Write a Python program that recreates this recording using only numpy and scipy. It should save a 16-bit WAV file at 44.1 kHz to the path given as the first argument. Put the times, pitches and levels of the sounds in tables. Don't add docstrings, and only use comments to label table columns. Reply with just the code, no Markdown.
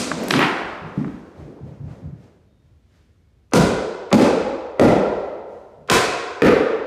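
import sys
import numpy as np
from scipy import signal
from scipy.fft import rfft, irfft, next_fast_len
from scipy.io import wavfile
from scipy.ndimage import uniform_filter1d, minimum_filter1d

SR = 44100
rng = np.random.default_rng(int(sys.argv[2]) if len(sys.argv) > 2 else 0)


def master(y):
    cut = np.clip(np.atleast_2d(y).T, -1, 1)
    pcm = np.round(cut * 32767)
    wavfile.write(sys.argv[1], SR, pcm.astype(np.int16))


def volts(x):
    e = np.asarray(x, float) / 20
    return 10 ** e


N = 302526
LEAD = SR // 4


def at_hz(points, hz):
    points = np.array(points)
    return np.interp(np.log(np.maximum(hz, 1)), np.log(points[:, 0]), points[:, 1])


def rms_one(x):
    return x / np.sqrt(np.mean(x ** 2) + 1e-20)


def passed(x, hz, kind):
    return signal.sosfilt(signal.butter(2, hz, kind, fs=SR, output="sos"), x)


def coloured_noise(colour):
    size = next_fast_len(N)
    gain = volts(at_hz(colour, np.fft.rfftfreq(size, 1 / SR)))
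    spectrum = rfft(rng.standard_normal(size)) * gain
    return rms_one(irfft(spectrum, size)[:N])


def causal_pulse(colour, size=8192):
    # f/Hz, level/dB
    top_lift = [(11000, 0.5), (12500, 0), (15000, 3.5)]
    hz = np.fft.rfftfreq(size, 1 / SR)
    cepstrum = irfft(np.log(volts(at_hz(colour, hz) + at_hz(top_lift, hz))), size)
    cepstrum[1:size // 2] *= 2
    cepstrum[size // 2 + 1:] = 0
    pulse = irfft(np.exp(rfft(cepstrum)), size)[:size // 2]
    return pulse / np.sqrt(np.sum(pulse ** 2))


def add(track, pulse, s):
    i = LEAD + round(s * SR)
    track[i:i + len(pulse)] += pulse[:len(track) - i]


def house_quiet():
    # f/Hz, level/dB per Hz
    quiet_colour = [(22, -37.5), (50, -1), (79, 2.5), (150, -8.5), (300, -15.5), (900, -31.5), (4000, -39),
                    (15500, -54.5)]
    return volts(-56) * coloured_noise(quiet_colour)


def singing():
    # start t/s, end t/s, f/Hz, level/dB
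    partials = [(2.44, 2.714, 3690, -80), (3.148, 3.45, 2200, -83.5)]
    t = np.arange(N) / SR
    out = np.zeros(N)
    for start, end, hz, db in partials:
        swell = np.sin(np.pi * np.clip((t - start) / (end - start), 0, 1)) ** .5
        out += volts(db) * swell * np.sin(2 * np.pi * hz * t)
    return out


def rustle():
    # peak t/s, cloth level/dB, shuffle level/dB, fade/(dB per s)
    moves = [(.24, -41, -20.5, 38), (.89, -60, -31.5, 76), (.99, -56.5, -38.5, 29), (1.399, -61.5, -37, 41),
             (1.681, -65.5, -41, 37), (1.92, -61.5, -37, 55), (2.239, -65, -45, 76),
             (2.67, -78.5, -63.5, 37), (2.961, -67.5, -60.5, 59.5), (5.221, -65, -37, 36),
             (5.53, -65, -51, 35)]
    # f/Hz, level/dB per Hz
    cloth_colour = [(590, -31.5), (1000, -4), (1120, -6.5), (1410, -3), (2230, -5.5), (6480, -14),
                    (15500, -33)]
    # f/Hz, level/dB per Hz
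    shuffle_colour = [(120, -23.5), (200, -2), (275, -8.5), (393, -6.5), (620, -10.5), (742, -16),
                      (2500, -34.5), (3600, -99)]
    peak_s, cloth_db, shuffle_db, fade = np.transpose(moves)[:, :, None]
    after = np.arange(N) / SR - peak_s
    rise_db = 103 * np.minimum(after, 0)
    fall_db = -fade * np.maximum(after, 0)
    cloth = volts((cloth_db + rise_db + fall_db).max(axis=0))
    shuffle = volts((shuffle_db + rise_db + 0.78 * fall_db).max(axis=0))
    return volts(1.5) * cloth * coloured_noise(cloth_colour) + volts(-5.5) * shuffle * coloured_noise(shuffle_colour)


def room_response():
    # f/Hz, t60/s
    room_t60 = [(110, 0.55), (250, 0.74), (500, 1.71), (1000, 1.635), (2000, 1.218), (4000, 1.1),
                (8000, 0.79), (14000, 0.31)]
    first_echo_s, build_up_s, echoes_per_s3 = 0.007, 0.019, 12000000
    boards_hz, boards_build_up_s = 1480, 0.016
    deep_hz, deep_build_up_s = 260, 0.017
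    early_db, early_s = 6, 0.059
    t = np.arange(2 * SR) / SR

    share = np.clip(echoes_per_s3 * t ** 2 / SR, 1e-3, 1)
    echoes = rng.standard_normal(len(t)) * (rng.random(len(t)) < share) / np.sqrt(share)
    echoes *= 1 - np.exp(-np.clip(t - first_echo_s, 0, None) / build_up_s)
    boards = rng.standard_normal(len(t)) * (1 - np.exp(-t / boards_build_up_s))
    boards -= passed(boards * np.exp(-t / deep_build_up_s), deep_hz, "low")
    tail = passed(echoes, boards_hz, "high") + passed(boards, boards_hz, "low")
    tail *= volts(early_db * np.exp(-t / early_s))

    t60 = np.array(room_t60)[:, 1].mean()
    hz, s, cells = signal.stft(tail, SR, nperseg=2048, noverlap=1536)
    cells *= volts(-60 * s * (1 / at_hz(room_t60, hz)[:, None] - 1 / t60))
    tail = signal.istft(cells, SR, nperseg=2048, noverlap=1536)[1][:len(t)]
    return tail * volts(-60 * t / t60) * (t > 0) / np.sqrt(SR / 10)


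def knocks(contacts):
    direct, to_room = np.zeros((2, N + LEAD))
    t = np.arange(16384) / SR
    grits = rng.standard_normal((len(contacts), len(t)))
    for (s, db, hz, octaves, contact_s, room_db), grit in zip(contacts, grits):
        edges = np.clip(hz * 2. ** (np.array([-.5, .5]) * max(octaves, .1)), 20, .45 * SR)
        push = grit * t * np.exp(-t / max(contact_s, 1e-4))
        knock = passed(passed(push, edges, "band"), edges[1], "low")
        knock *= volts(db) / np.abs(knock).max()
        add(direct, knock, s)
        click = passed(passed(1. * (t == 0), edges, "band"), edges[1], "low")
        add(to_room, volts(room_db) * np.std(knock) * rms_one(click), s + contact_s)
    return direct + signal.fftconvolve(to_room, room_response())[:N + LEAD]


def thuds():
    # t/s, peak level/dB, centre f/Hz, room level/dB
    soft_contacts = [(.10, -22.5, 185, -4), (.30, -20.5, 251.4, 13), (0.339, -17.5, 237.9, 10.5),
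                     (0.598, -39, 67, -7), (0.801, -31.5, 130, -2), (1.03, -22, 260, -4),
                     (1.029, -40, 65.6, 2), (1.37, -32, 109, 2), (1.45, -35, 310, 6),
                     (1.599, -27.5, 129.6, 5.5), (1.79, -25.5, 119.3, 4.5), (2.01, -28.5, 123.5, 7.5),
                     (2.63, -54, 96, -11), (3.558, -28, 67.3, 6), (4.379, -36, 65, 0),
                     (5.048, -34.5, 65, -5), (5.51, -36, 507, -3.5), (5.758, -48, 143, 7)]
    contacts = [(s, db, hz, 1.305, .006 + 3.0 / hz, room_db) for s, db, hz, room_db in soft_contacts]
    contacts.append((.971, -12, 210, 0.86, 0.0052, 3))
    return knocks(contacts)


def clatter():
    # t/s, peak level/dB, centre f/Hz, contact t/s, room level/dB
    strip_taps = [(.115, -8.5, 900, 0.0015, -10), (.2, -24, 625, .02, 0.5),
                  (0.236, -27.5, 8800, 0.0009, -16), (.283, -18, 3600, 0.0011, 10),
                  (.307, -3, 1900, 0.0014, -.6), (.320, -30.5, 11100, 0.00043, -9),
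                  (0.337, -4, 1300, 0.0012, 1.5), (.36, -16.5, 2000, 0.0033, -5.5),
                  (.391, -0.1, 1204, .0016, 3.5), (0.391, -19, 14160, 0.0012, 1),
                  (1.045, -22.5, 1020, 0.00089, -7), (1.077, -33.5, 1203, 0.00213, -1.5),
                  (1.586, -42.5, 600, 0.0044, 2), (1.709, -53.5, 690, 0.0031, 1),
                  (1.9, -52.5, 1350, 0.0079, -12), (5.331, -28, 570, .0035, -2)]
    width_octaves = 1.85
    contacts = [(s, db, hz, width_octaves + np.log2(hz / 1000), contact_s, room_db)
                for s, db, hz, contact_s, room_db in strip_taps]
    gap_growth = 1.25
    gaps = .009 * gap_growth ** np.arange(6)
    for k in range(6):
        contacts.append((.403 + gaps[:k].sum(), -7 - 2.3 * (k - 1.6) ** 2, 1597, width_octaves,
                         0.0029 * gap_growth ** k, -20.5))
    return knocks(contacts)


def blow_colour(brightness, wood_db, spot, nail):
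    # f/Hz, level/dB per Hz
    shared_colour = [(29, -42), (50, -14), (140, -10.5), (450, -10.5), (900, -22), (1800, -25.5),
                     (6000, -36), (15500, -48)]
    nail_octaves, nail_ratio = 0.062, 1.436
    tilt_from_hz, tilt_to_hz = 2000, 8340
    hz = np.geomspace(29, 15500, 400)

    peaks = [(*spot[:2], 0.33), (*spot[2:], 0.17)]
    peaks.append((nail[0] * .845, -3.5, nail_octaves))
    for step, top_db in zip((0, -1, 1), nail[1:]):
        peaks.append((nail[0] * nail_ratio ** step, top_db, nail_octaves))

    tilt = at_hz([(tilt_from_hz, 0), (tilt_to_hz, 1), (hz[-1], .4)], hz)
    db = at_hz(shared_colour, hz) + brightness * np.log2(tilt_to_hz / tilt_from_hz) * tilt
    db += wood_db / (1 + (hz / 1100) ** 7.4)
    for centre, top_db, octaves in peaks:
        db += top_db * np.exp(-.5 * (np.log2(hz / centre) / octaves) ** 2)
    return np.transpose([hz, db])


def hammer():
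    # t/s, strength level/dB, brightness/(dB per octave), wood level/dB, early floor-borne level/dB
    blows = [
        (-.09, 18.5, 8, -4.5, -38.5),
        (3.535, 27, 3.5, 2, -30),
        (4.128, 30.5, 0.9, 2, -22),
        (4.796, 30, -2, 6, -37),
        (5.899, 24, 2, -9, -29),
        (6.420, 28, -6, -4.5, -37),
    ]
    # board boom f/Hz, its level/dB, strip f/Hz, its level/dB
    spots = [(244, 11, 370, -5.5), (181.4, 10.5, 400, 2), (233, 10.5, 540, 4), (199, 7.5, 577, 3),
             (330, -0.5, 444, 4), (263, 8, 470, 10)]
    # f/Hz, level/dB, partial below level/dB, partial above level/dB
    nails = [(900, -6.5, 1.5, 1), (1021, 3, -1, 9), (828, 6, -0.5, 0), (1355, 4.5, 0, 5),
             (1035, 10, 9.5, 4.5), (1237, 3, -1.5, 4)]
    # f/Hz, level/dB over the blow's colour, t60/s
    steel_modes = [(1012, 1.5, 0.027), (1234, -11, 0.058), (1418, 3, 0.025), (1588, -2.5, 0.053),
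                   (2070, -8.5, 0.18), (2480, -7.5, 0.045), (2640, 4.5, .03), (2860, -2, 0.036),
                   (3450, -16, 0.036), (4110, -15, 0.028), (5160, 2, 0.034), (8850, -10, .015)]
    # delay t/s, level/dB
    walls = [(.014, -13), (.019, -11), (.026, -12), (.038, -14), (.050, -16), (.062, -18)]
    lead_s = .014
    out = np.zeros(N + LEAD)
    t = np.arange(8192) / SR
    for (s, db, brightness, wood_db, early_db), spot, nail in zip(blows, spots, nails):
        steel = np.zeros(len(t))
        for (hz, mode_db, t60), chance in zip(steel_modes, rng.normal(0, 2.5, len(steel_modes))):
            steel += volts(mode_db - 19.5 - 26 + chance - 60 * t / t60) * np.sin(2 * np.pi * hz * t)
        steel[0] = 1
        colour = blow_colour(brightness, wood_db, spot, nail)
        pulse = volts(db) * signal.fftconvolve(causal_pulse(colour), steel)

        bright = pulse + volts(-8) * passed(pulse, 840, "high")
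        splinter = rng.standard_normal(len(t)) * np.exp(-t / 0.0034) / 10
        crack = volts(-4.5 - 0.3 * brightness) * signal.fftconvolve(bright, splinter)
        crack = passed(crack, [250, 9000], "band")
        add(out, crack, s)

        wall_crack = passed(crack, 1900, "high")
        for (delay_s, wall_db), chance in zip(walls, rng.standard_normal((len(walls), 2))):
            add(out, volts(wall_db + 2 * chance[0]) * wall_crack, s + delay_s + 0.0016 * chance[1])

        add(out, volts(early_db - 11) * passed(crack, 1500, "high"), s - .023)
        early = rng.standard_normal(len(t)) * (t < lead_s) * np.exp(-t / 0.034) / 8
        dull = passed(passed(pulse, [400, 1900], "band"), 440, "high")
        add(out, volts(early_db) * signal.fftconvolve(dull, early), s - lead_s)
        add(out, signal.fftconvolve(pulse, room_response()), s)
    return out


def scene():
    hits = hammer() + clatter() + thuds()
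    quiet = rustle() + singing() + house_quiet()
    return (hits[LEAD:] + quiet)[None]


def band_limit(x):
    return signal.sosfilt(signal.butter(12, 16310, fs=SR, output="sos"), x)


def record(dry):
    limit_db, release_db_per_s, attack_s = -3.2, 401.5, 0.0019
    heard = passed(dry, 40, "high")
    over_db = np.maximum(20 * np.log10(np.abs(heard[0]) + 1e-9) - limit_db, 0)
    ramp = release_db_per_s * np.arange(N) / SR
    held_db = np.maximum.accumulate(over_db + ramp) - ramp
    span = 2 * int(attack_s * SR) + 1
    cut_db = uniform_filter1d(-minimum_filter1d(-held_db, span), span)
    top_cut = signal.cheby2(10, 50, 16250, fs=SR, output="sos")
    limited = signal.sosfilt(top_cut, heard * volts(-cut_db))
    return band_limit(limited)


dry = scene()
out = record(dry)
master(out)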